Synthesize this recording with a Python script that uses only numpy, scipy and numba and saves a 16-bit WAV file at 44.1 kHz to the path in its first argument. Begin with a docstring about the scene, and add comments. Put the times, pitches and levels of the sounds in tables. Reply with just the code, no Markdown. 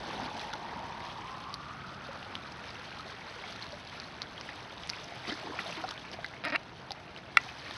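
"""Small waves lap on a stony lake shore: trapped air gurgles, water splashes and spray fizzes.
The water is swarms of ringing bubbles over filtered noise; single bubbles, strings of them and ticks stand out.
Far traffic hums, a distant whoosh of moving noise bands rises and fades, and a low drone swells twice.
A soft breeze dies away and a hollow among the rocks sounds faintly. Near the end a hand-held camera's
casing creaks and snaps, once with a loud click: short pushes make its plastic shell ring."""
import sys
import numpy as np
from scipy import signal
from scipy.fft import rfft, irfft, next_fast_len
from scipy.io import wavfile
from scipy.ndimage import map_coordinates
from numba import njit

SR = 44100
rng = np.random.default_rng(int(sys.argv[2]) if len(sys.argv) > 2 else 0)


def file_out(sig):
    """Save sig as 16-bit WAV at sys.argv[1]."""
    # one column per channel
    cols = np.atleast_2d(sig).T
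    # limit, then scale
    lim = np.clip(cols, -1, 1)
    pcm = np.round(lim * 32767).astype(np.int16)
    wavfile.write(sys.argv[1], SR, pcm)


N = 342650
TIME = np.arange(N) / SR


def undb(db):
    """Turn decibels into a gain."""
    return 10 ** (np.asarray(db) / 20)


def unit(x):
    """Scale a sound to an average (rms) strength of 1."""
    return x / np.sqrt(np.mean(x ** 2))


def noise():
    """Plain white noise for the whole scene."""
    return rng.standard_normal(N)


def colour(x, points):
    """Filter a sound by a curve of (Hz, dB) points, joined by lines over log frequency."""
    hz, db = np.transpose(points)
    size = next_fast_len(N + 8192)
    bins = np.maximum(np.arange(size // 2 + 1) * SR / size, 1)
    gain = undb(np.interp(np.log(bins), np.log(hz), db))
    return irfft(rfft(x, size) * gain, size)[:N]


def cut(x, hz, kind, order):
    """Remove what lies above ("low") or below ("high") a frequency."""
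    return signal.sosfilt(signal.cheby1(order, 1, hz, kind, fs=SR, output="sos"), x)


def walk(rate):
    """A smooth random curve of rms 1 that changes about rate times a second."""
    steps = rng.standard_normal(16384)
    return unit(map_coordinates(steps, [TIME * rate], order=2, mode="wrap"))


def swell(peak_s, rise_s, fall_s):
    """A bell-shaped curve, 1 at its peak, with its own rise and fall."""
    return np.exp(-((TIME - peak_s) / np.where(TIME < peak_s, rise_s, fall_s)) ** 2)


def narrow_noise(hz, width_hz):
    """Noise in a narrow band around a centre that may move."""
    phase = 2 * np.pi * np.cumsum(hz * np.ones(N)) / SR
    return unit(walk(width_hz) * np.cos(phase) + walk(width_hz) * np.sin(phase))


def impulses(times, sizes):
    """Single one-sample pushes at given times."""
    places = np.round(np.asarray(times) * SR).astype(int)
    return np.bincount(np.clip(places, 0, N - 1), sizes, N)


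@njit
def rings(times, hz, size, cycles, glide):
    """Sines that die by 60 dB within their cycles while the pitch rises by the share glide."""
    out = np.zeros(N)
    for k in range(len(times)):
        start = int(times[k] * SR)
        length = int(cycles[k] * SR / hz[k]) + 2
        phase = 0.
        for i in range(max(0, -start), min(length, N - start)):
            age = i / length
            phase += 2 * np.pi * hz[k] * (1 + glide * age) / SR
            onset = 1 - np.exp(-phase / 2)
            out[start + i] += size[k] * np.exp(-6.9 * age) * onset * np.sin(phase)
    return out


def scatter(x, t60, wet_db):
    """Add a short diffuse tail, as from nearby uneven surfaces; it dies by 60 dB in t60 seconds."""
    t = np.arange(SR // 4) / SR
    tail = rng.standard_normal(len(t)) * undb(-60 * t / t60) * (t > .001)
    return x + undb(wet_db) * signal.fftconvolve(x, tail / np.linalg.norm(tail))[:N]


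# Small waves running up the stones. Each row: crest in seconds, rise and drain times in seconds,
# power the wave adds at its crest to wash and to gurgle, in dB against calm water.
WAVES = [(0.102, 0.12, 0.31, 11, 11), (.41, 0.096, 0.13, 12, -4), (.72, 0.3, 0.27, 4.5, 7.5),
         (1.03, 0.19, 0.84, 5.5, -6), (2.248, 0.56, 0.79, 1.5, 4.5), (2.94, 0.58, 1, 6, -9),
         (3.48, 0.17, 0.49, 8, -1), (3.95, 0.056, 0.32, 5.5, -22), (4.482, 0.21, 0.99, 4, 0.5),
         (4.95, 0.19, 1, 6.5, -2.5), (5.33, 0.095, 0.26, 10, 3), (5.58, 0.04, 0.37, 5.5, 2.5),
         (5.75, 0.18, 0.26, 12.5, -15), (7.2, 0.1, 0.15, -8, -3), (7.45, 0.095, 0.13, 9, 2.5),
         (7.76, 0.21, .3, 11.5, -18)]


def surge(strengths_db, drain_stretch):
    """Level over calm water in dB: each wave builds to its crest and drains away, and their powers add."""
    power = 1
    for (crest, rise, drain, *_), db in zip(WAVES, strengths_db):
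        age = TIME - crest
        fade = np.where(age < 0, (age / rise) ** 2, age / (drain * drain_stretch))
        power = power + (undb(db) * np.exp(-fade)) ** 2
    return 10 * np.log10(power)


# Wavelets that slap the rocks and throw up bubbles.
# Each row: peak in seconds, half length in seconds, rise in dB (each part of the water scales this).
SLAPS = [(0.242, 0.067, 2.5), (3.628, 0.0074, 1), (4.497, 0.0097, 3.5), (5.287, 0.022, 4),
         (5.325, 0.0051, 2.5), (5.47, 0.027, 1.5), (5.603, 0.012, 3.5), (5.844, 0.0067, 2),
         (5.91, 0.0031, 5.5), (6.136, 0.013, 5.5), (7.18, 0.013, 3)]


def slaps():
    """Brief rises in dB as wavelets hit the rocks."""
    return sum(db * swell(s, half, half) for s, half, db in SLAPS)


def froth(spectrum, low_hz, high_hz, cycles, spread_db, rush_db, flutter_db, count):
    """A swarm of bubbles of all sizes over the smooth rush of the water, in uneven spurts."""
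    when, pitch, strength, life = rng.random((count, 4)).T
    hz = low_hz * (high_hz / low_hz) ** pitch
    size = undb(-spread_db * np.log(1 - .965 * strength))
    swarm = rings(when * N / SR, hz, size * hz / low_hz, cycles * (.5 + life), .13)
    rush = unit(colour(noise(), spectrum))
    water = unit(colour(swarm, spectrum)) + undb(rush_db) * rush
    return unit(water * undb(flutter_db * walk(28)))


# Colour of the gurgle. Each row: frequency in Hz, level in dB.
GURGLE = [(90, -46), (170, 8), (250, 0), (340, 1), (450, -2.5), (650, 1), (850, 2), (1150, -4),
          (1800, -2.5), (3500, -37)]
GURGLE_DB = -54  # in calm water


def gurgle(air_db, slap_db):
    """Big, low bubbles of air trapped between the rocks."""
    water = froth(GURGLE, 220, 1200, cycles=23, spread_db=2.7, rush_db=-.5, flutter_db=.7, count=2000)
    return water * undb(GURGLE_DB + air_db + 1.25 * slap_db)


# Colour of the splash. 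Each row: frequency in Hz, level in dB.
SPLASH = [(450, -10.5), (800, 0), (1100, -0.5), (1450, 0.5), (1900, -1.5), (2500, -3), (3300, -9),
          (5000, -23), (9000, -49)]
SPLASH_DB = -53.5  # in calm water
SPLASH_GROWTH = 0.62  # dB of splash per dB of wash


def splash(wash_db, slap_db):
    """Middling bubbles thrown up by the moving water."""
    water = froth(SPLASH, 800, 3200, cycles=26, spread_db=3.7, rush_db=-.5, flutter_db=1, count=5200)
    return water * undb(SPLASH_DB + SPLASH_GROWTH * wash_db + slap_db)


# Colour of the spray. Each row: frequency in Hz, level in dB.
SPRAY = [(1400, -2), (2400, -5), (3300, 3.5), (4200, 2), (5200, -2.5), (6500, -8), (11500, -8)]
SPRAY_DB = -59.5  # in calm water


def spray(wash_db, slap_db):
    """The finest, highest bubbles fizz among the pebbles."""
    water = froth(SPRAY, 2600, 11000, cycles=28, spread_db=4.4, rush_db=0, flutter_db=1.3, count=7500)
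    return water * undb(SPRAY_DB + wash_db + 2.1 * slap_db)


# Colour of water draining through the pebbles. Each row: frequency in Hz, level in dB.
TRICKLE = [(900, -36), (2000, -3), (3500, 4), (6000, -1), (11500, -5.5)]
TRICKLE_DB = -65  # in calm water


def trickle(wash_db, count):
    """Tiny films and droplets burst between the pebbles, each a dry click."""
    when, strength = rng.random((count, 2)).T
    clicks = impulses(when * N / SR, undb(-4.6 * np.log(1 - .985 * strength)))
    drops = unit(colour(scatter(clicks, t60=.008, wet_db=-3), TRICKLE))
    return drops * undb(TRICKLE_DB + wash_db)


def waves():
    """Each wave stirs gurgle, splash, spray and trickle; slaps lift all but the trickle."""
    wash_db = surge([wave[3] for wave in WAVES], drain_stretch=0.94)
    air_db = surge([wave[4] for wave in WAVES], drain_stretch=1.9)  # trapped air drains more slowly
    slap_db = slaps()
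    water = gurgle(air_db, slap_db) + splash(wash_db, slap_db) + spray(wash_db, slap_db)
    return water + trickle(wash_db, count=2200)


# Colour of far traffic over the lake. Each row: frequency in Hz, level in dB.
HUM = [(20, -39), (32, -11), (45, -11), (70, -1), (135, 0.5), (190, -5), (280, -9.5), (500, -12.5),
       (1500, -38)]


def hum():
    """Far traffic: steady noise, mostly low."""
    return undb(-52.5) * unit(colour(noise(), HUM))


# The whoosh: its centre climbs in one smooth step while its level swells and fades.
WHOOSH_LOW_HZ, WHOOSH_HIGH_HZ, CLIMB_MIDDLE_S, CLIMB_S = 868, 1392, 1.52, .56
WHOOSH_DB, WHOOSH_PEAK_S, WHOOSH_RISE_S, WHOOSH_FADE_S = -46, 0.94, 1.35, 1.66
CORE_HZ, SKIRT_HZ, SKIRT_DB = 135.1, 558, 1  # widths of narrow core and broad skirt; skirt level
FLARE_S, FLARE_SPAN_S, FLARE_DB = 1.48, 0.054, 4  # the core swells briefly once
CORE_LOSS_DB = 4  # the core melts into the skirt as the whoosh climbs


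def whoosh():
    """Two noise bands climb together; the narrow core wavers more and more on its way over the water."""
    climb = .5 + .5 * np.tanh((TIME - CLIMB_MIDDLE_S) / CLIMB_S)
    hz = WHOOSH_LOW_HZ + (WHOOSH_HIGH_HZ - WHOOSH_LOW_HZ) * climb
    flare_db = FLARE_DB * swell(FLARE_S, FLARE_SPAN_S, FLARE_SPAN_S)
    core_db = 1.5 * walk(9) * climb + flare_db - CORE_LOSS_DB * climb
    core = undb(core_db) * narrow_noise(hz, CORE_HZ)
    skirt = undb(SKIRT_DB) * narrow_noise(hz, SKIRT_HZ)
    return unit(core + skirt) * undb(WHOOSH_DB) * swell(WHOOSH_PEAK_S, WHOOSH_RISE_S, WHOOSH_FADE_S)


# Colour of the rumble under the whoosh. Each row: frequency in Hz, level in dB.
RUMBLE = [(70, -16), (130, -4), (190, 3), (280, -4.5), (400, -17.5), (800, -64)]
RUMBLE_DB, RUMBLE_FADE_S = -56.5, 2


def rumble():
    """Low noise that comes and goes with the whoosh, fading a little later."""
    low = unit(colour(noise(), RUMBLE))
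    return low * undb(RUMBLE_DB) * swell(WHOOSH_PEAK_S, WHOOSH_RISE_S, RUMBLE_FADE_S)


# Swells of a low far drone. Each row: peak in seconds, half length in seconds, level in dB.
DRONE_SWELLS = [(1.003, 0.45, -59), (1.98, 0.26, -51.5)]


def drone():
    """A low sine that wavers in pitch and strength."""
    hz = 139 + 4 * walk(14)
    gain = sum(undb(db) * swell(s, half, half) for s, half, db in DRONE_SWELLS)
    return np.sin(2 * np.pi * np.cumsum(hz) / SR) * gain * undb(2 * walk(11.3))


BREEZE_DB, BREEZE_FALL_DB_PER_S = -56, 6.5  # level at the start, then its steady fall


def breeze():
    """Soft low buffeting that dies away."""
    buffets = unit(colour(noise(), [(15, -22), (28, -39), (45, 0), (70, -1), (200, -63)]))
    return buffets * undb(BREEZE_DB - BREEZE_FALL_DB_PER_S * TIME)


# Single bubbles that stand out, low and high, and two tonal ticks that ring longer (3.624 s, 4.0407 s). 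# Each
# row: start in seconds, starting pitch in Hz, level in dB before a shared boost, # length in cycles of the
# starting pitch.
BUBBLES = [(0.089, 483, -32, 14), (0.222, 250, -37, 25), (0.533, 1410, -34, 64), (1.005, 2030, -34, 18),
           (2.089, 537, -38.5, 48), (2.46, 1200, -32, 11), (2.642, 1600, -38, 24), (2.996, 1260, -38.5, 73),
           (3.098, 1640, -38, 32), (3.361, 472, -46, 62), (3.438, 2190, -38, 74), (3.558, 1350, -38, 28),
           (3.624, 4150, -32, 45), (3.664, 1010, -36, 13), (3.728, 583, -40.5, 56),
           (4.0407, 4100, -37.5, 42), (4.379, 3150, -34, 33), (4.4905, 1830, -26.5, 14),
           (4.934, 2350, -27.5, 15), (5.121, 700, -35.5, 24), (5.252, 2030, -30, 15), (5.286, 385, -31, 15),
           (5.292, 1270, -31, 18), (5.293, 233, -35, 13), (5.297, 3120, -29.5, 31), (5.307, 1980, -32, 32),
           (5.321, 324, -27, 8.3), (5.323, 1720, -30.5, 28), (5.471, 885, -34, 32), (5.498, 440, -34, 18),
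           (5.507, 300, -32.5, 11), (5.541, 497, -39, 20), (5.589, 1340, -28, 22), (5.5905, 2350, -27, 28),
           (5.592, 1950, -30, 39), (5.725, 2630, -32, 32), (5.775, 318, -40.5, 56),
           (5.839, 1380, -28.5, 23), (5.840, 715, -28, 20), (5.885, 1270, -29.5, 15),
           (5.921, 1260, -28.5, 9), (5.978, 3380, -36, 34), (6.051, 2350, -33.5, 14), (6.189, 683, -32, 22),
           (6.2447, 1590, -25.5, 25), (6.2452, 1980, -29, 48), (6.338, 2020, -34.5, 22),
           (6.9071, 776, -29.5, 19), (7.187, 2070, -38, 16), (7.49, 2470, -35.5, 36), (7.66, 1800, -38, 40)]


def plops():
    """Single bubbles, and a few long-ringing ticks, ring and rise a little in pitch as they fade."""
    s, hz, db, cycles = np.array(BUBBLES, float).T.copy()
    bubbles = rings(s, hz, undb(db + 2.5), cycles, .1)
    return scatter(bubbles, t60=.06, wet_db=-10)


# Air escaping between the stones in quick strings of bubbles.
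# Each row: start in seconds, length in seconds, middle pitch in Hz, middle level in dB.
GLUGS = [(0.107, 0.25, 257, -39.5), (5.263, 0.066, 1750, -36), (5.27, 0.068, 395, -36),
         (5.28, 0.063, 3900, -31.5), (5.43, 0.08, 870, -39), (5.434, 0.069, 290, -41),
         (5.442, 0.058, 493, -43), (5.499, 0.086, 1180, -34), (5.648, 0.061, 760, -34),
         (5.769, 0.046, 980, -37), (5.836, 0.017, 970, -31)]
GLUG_SCATTER, GLUG_CYCLES = 0.28, 18.4  # pitch spread as a share; cycles until a bubble is silent


def glugs(count):
    """Each pocket of air breaks into a few bubbles of like size, unevenly spaced."""
    out = 0
    cycles = np.full(count, float(GLUG_CYCLES))
    for s, length, hz, db in GLUGS:
        late, pitch, strong = rng.uniform(-1.037, 1, (3, count))
        times = s + length * (np.arange(count) + .5 + .5 * late) / count
        pitches = hz * (1 + GLUG_SCATTER * pitch)
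        out = out + rings(times, pitches, undb(db + 3.4 * strong), cycles, 0.05)
    return scatter(out, t60=.06, wet_db=-10)


# Drops and pebbles ticking on the rocks. Each row: start in seconds, starting pitch in Hz, level in dB
# (the ring gets a shared boost on top), dull knock and fine crack in dB against that level.
TICKS = [(0.3953, 3720, -26, -4, 2), (0.5305, 3300, -28, -2, 0), (0.5367, 3540, -23.5, -4, 5),
         (0.535, 5630, -25.5, -14, 4), (1.5414, 4460, -18, -16, 7.5), (2.229, 2770, -30, -11, -12),
         (2.3536, 3150, -18.5, -7, 0), (2.522, 4950, -32.5, -18, 8), (2.7056, 4600, -30.5, -14, 0),
         (2.9267, 2520, -31, -8, -3), (3.526, 4550, -30, -5, 0), (3.629, 4220, -28, -14, 2),
         (3.667, 3900, -30, -12, -3), (3.7227, 4370, -30, -12, 0), (3.8745, 4070, -31, -12, 0),
         (4.0002, 4400, -22.5, -5, -2), (4.2190, 4100, -16, -3, -14), (4.229, 4600, -28, -12, 3),
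         (4.4114, 4860, -25, 4, -4), (4.7803, 3590, -30, -12, -2), (4.8353, 3200, -27, -14, -2),
         (4.874, 8450, -20, -6, 0), (4.8943, 4860, -19, 1, 2), (4.8993, 4750, -13, -8, 4),
         (5.043, 5560, -28.5, -12, 7), (5.713, 5700, -29, -10, 2), (5.89, 4140, -23, -4, 3),
         (6.116, 5200, -30, -6, 6), (6.2448, 3880, -26, -9, 4), (6.263, 4180, -28, -14, 2),
         (6.4512, 9800, -20, -24, -2), (6.484, 4600, -28, -14, 3), (6.501, 4950, -29, -10, 5),
         (6.907, 3730, -23, -14, 1), (6.9187, 4640, -19, -7, 5), (7.1632, 2700, -29.5, -10, -1),
         (7.4143, 6200, -31, -4, 4), (7.7102, 3430, -25.5, 1, 4)]


def ticks():
    """Each contact rings for a few cycles above a duller knock, with a fine crack on top."""
    s, hz, db, knock_db, crack_db = np.array(TICKS, float).T.copy()
    ring = rings(s, hz, undb(db + 2), np.full(len(s), 10.5), .05)
    knock = rings(s, hz * 0.54, undb(db + knock_db), np.full(len(s), 4.), 0.)
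    crack = cut(impulses(s, undb(db + crack_db)), 9600, "high", order=2)
    return scatter(ring + knock + crack, t60=.025, wet_db=-9)


HOLLOW_HZ, HOLLOW_WIDTH_HZ, HOLLOW_DB = 665, 130, -58.5  # middle note, width and level at its peak
HOLLOW_PEAK_S, HOLLOW_SPAN_S = 5.43, 2.7


def hollow():
    """A gap between the rocks sounds as a narrow band of noise; its note wanders slowly and at random."""
    note = narrow_noise(HOLLOW_HZ * (1 + 0.028 * walk(3)), HOLLOW_WIDTH_HZ)
    return note * undb(HOLLOW_DB) * swell(HOLLOW_PEAK_S, HOLLOW_SPAN_S, HOLLOW_SPAN_S)


SLIP_JITTER_S, SLIP_SCATTER_DB = .00011, 1.1  # random spread of each slip
BITE_DB = 7.5  # the bite's gain each time the wait between slips doubles


def slips(creak):
    """Stick-slip: one push each time strain has built up again, and its bite, harder after a long wait."""
    seconds, rates, forces = np.transpose(creak)
    rate, force_db = np.interp(TIME, seconds, rates), np.interp(TIME, seconds, forces)
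    sliding = (TIME >= seconds[0]) & (TIME < seconds[-1])
    strain = np.cumsum(rate * sliding) / SR
    at = np.flatnonzero(np.diff(np.ceil(strain)))  # a slip at each whole step of strain
    late, strong = rng.standard_normal((64, 2))[:len(at)].T
    times = TIME[at] + SLIP_JITTER_S * late
    db = force_db[at] + SLIP_SCATTER_DB * strong
    bite_db = BITE_DB * np.log2(300 / rate[at])
    return np.array([impulses(times, undb(db)), impulses(times, undb(db + bite_db))])


def scrape(pushes):
    """Every slip trails a brief scrape of many tiny contacts."""
    trail = signal.fftconvolve(pushes, np.exp(-TIME[:SR // 20] / .0009))[:N]
    return pushes + undb(-21) * trail * noise()


REBOUND_S = .00146  # time between rebounds
CATCH_S, CATCH_DB = 0.00078, -9.5  # a light touch this long before each snap; level against the snap


def chatter(s, db, loss_db, count):
    """A light catch, the snap and its quick rebounds, which die ever faster."""
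    k = np.arange(count)
    catch = impulses([s - CATCH_S], [undb(db + CATCH_DB)])
    return catch + impulses(s + k * REBOUND_S, undb(db - loss_db * k ** 2))


def ring_of(pushes, table, ratio):
    """Ring a body with pushes: each of its tones dies on its own, all pitches multiplied by ratio."""
    t = np.arange(SR // 10) / SR
    ring = sum(undb(db - 60 * t / t60) * np.sin(2 * np.pi * ratio * hz * t) for hz, db, t60 in table)
    return signal.fftconvolve(pushes, ring)[:N]


# The casing slipping under the grip: one list per creak, its values gliding from row to row.
# Each row: time in seconds, slips per second, force in dB. The last row ends the creak.
CREAKS = [
    [(6.4387, 187, -7), (6.4575, 137, -4.5), (6.459, 300, -9), (6.476, 325, -6), (6.484, 375, -14),
     (6.496, 310, -9), (6.505, 220, -10), (6.512, 140, -18)],
    [(6.5228, 280, -3.5), (6.540, 304, -6), (6.556, 370, -0.5)],
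]
# Sharp snaps. Each row: time in seconds, force in dB before a shared cut, dB lost at the first rebound,
# pitch ratio (a tight grip stiffens the shell), push on the rasping seam in dB.
SNAPS = [(6.452, -17.5, 4, 0.91, -2), (6.5596, -10, 11, 1.15, 4), (6.562, -22, 14, 0.89, -14),
         (7.3716, 4, 3, 0.97, 0), (7.3868, -24, 14, 0.97, -10)]
# Tones of the shell. Each row: pitch in Hz before the ratio, level in dB, seconds to die by 60 dB.
CASING = [(1350, -9, 0.0066), (1450, -21, 0.043), (1960, 4.5, 0.01), (2040, -21, 0.07), (2346, 2, 0.011),
          (2430, -38, .08), (2820, -19, 0.0067), (2800, -29.5, 0.059), (3280, -14, 0.011),
          (3800, -33, 0.015), (4900, -48, .003), (7500, -8, 0.0018), (9000, -8, 0.0022),
          (11100, -15, 0.0026)]
# Thin ring of the rubbing seam. Each row: pitch in Hz before a shared ratio, level in dB,
# seconds to die by 60 dB.
RASP = [(3400, -6, .004), (3980, -4.5, .005), (4980, -8, 0.0039)]
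# Slower flexing of the whole camera in the hand. Each row: pitch in Hz before a shared ratio,
# level in dB, seconds to die by 60 dB.
FLEX = [(288, -1.5, 0.052), (646, 9.5, 0.011), (930, -5, 0.078), (1100, -21, 0.0036)]


def casing():
    """Slips and snaps ring a shell too small to radiate bass and rasp its seam; slips also make it buzz low."""
    pulses, bites = sum(slips(creak) for creak in CREAKS)
    # creaks are dull: a steep low-pass leaves little above 2.8 kHz to drive the shell
    creak = cut(scrape(pulses), 2840, "low", order=8)
    shell = undb(-25.5) * ring_of(creak, CASING, 0.97)
    for s, db, loss_db, ratio, rasp_db in SNAPS:
        shell = shell + ring_of(chatter(s, db - 11.0, loss_db, count=4), CASING, ratio)
        bites = bites + impulses([s], [undb(rasp_db)])
    rasp = cut(ring_of(scrape(bites), RASP, 0.98), 5240, "low", order=8)
    flex = cut(ring_of(pulses, FLEX, 0.99), 190, "high", order=3)
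    body = cut(shell + undb(-28) * rasp, 1060, "high", order=3) + undb(-33.0) * flex
    return scatter(body, t60=.04, wet_db=-24)


def scene():
    """Water, far sounds, breeze and handling added up at one microphone."""
    distance = hum() + whoosh() + rumble() + drone()
    shore = waves() + plops() + glugs(count=6) + ticks() + hollow()
    return (shore + distance + breeze() + casing())[None]


# Colour of the recorder: the small microphone loses deep bass, and the recorder's low-pass filter
# leaves the top octave weak and rippled. Each row: frequency in Hz, level in dB.
RECORDER = [(15, -33), (25, -6), (45, -2), (5000, 1), (6200, -1), (6650, -7.5), (7000, -23.5), (7400, -12),
            (8000, -11.5), (8500, -27), (8950, -14.5), (9550, -12.5), (10000, -28), (10450, -9.5),
            (11000, -10), (11800, -16.5)]
BAND_HZ, TOP_HZ = 11300, 15600  # low-pass edges before and after clipping
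CEILING = .69  # clipping level (full scale is 1)


def record(dry):
    """A small camera recorder with a dull, narrow band; the loudest peaks are rounded, then clipped."""
    band = signal.ellip(8, .2, 70, BAND_HZ, fs=SR, output="sos")
    top = signal.ellip(8, .2, 70, TOP_HZ, fs=SR, output="sos")
    rounded = .9 * np.tanh(dry[0] / .9)
    narrowed = signal.sosfilt(band, colour(rounded, RECORDER))
    return signal.sosfilt(top, np.clip(narrowed, -CEILING, CEILING))[None]


dry = scene()
out = record(dry)
file_out(out)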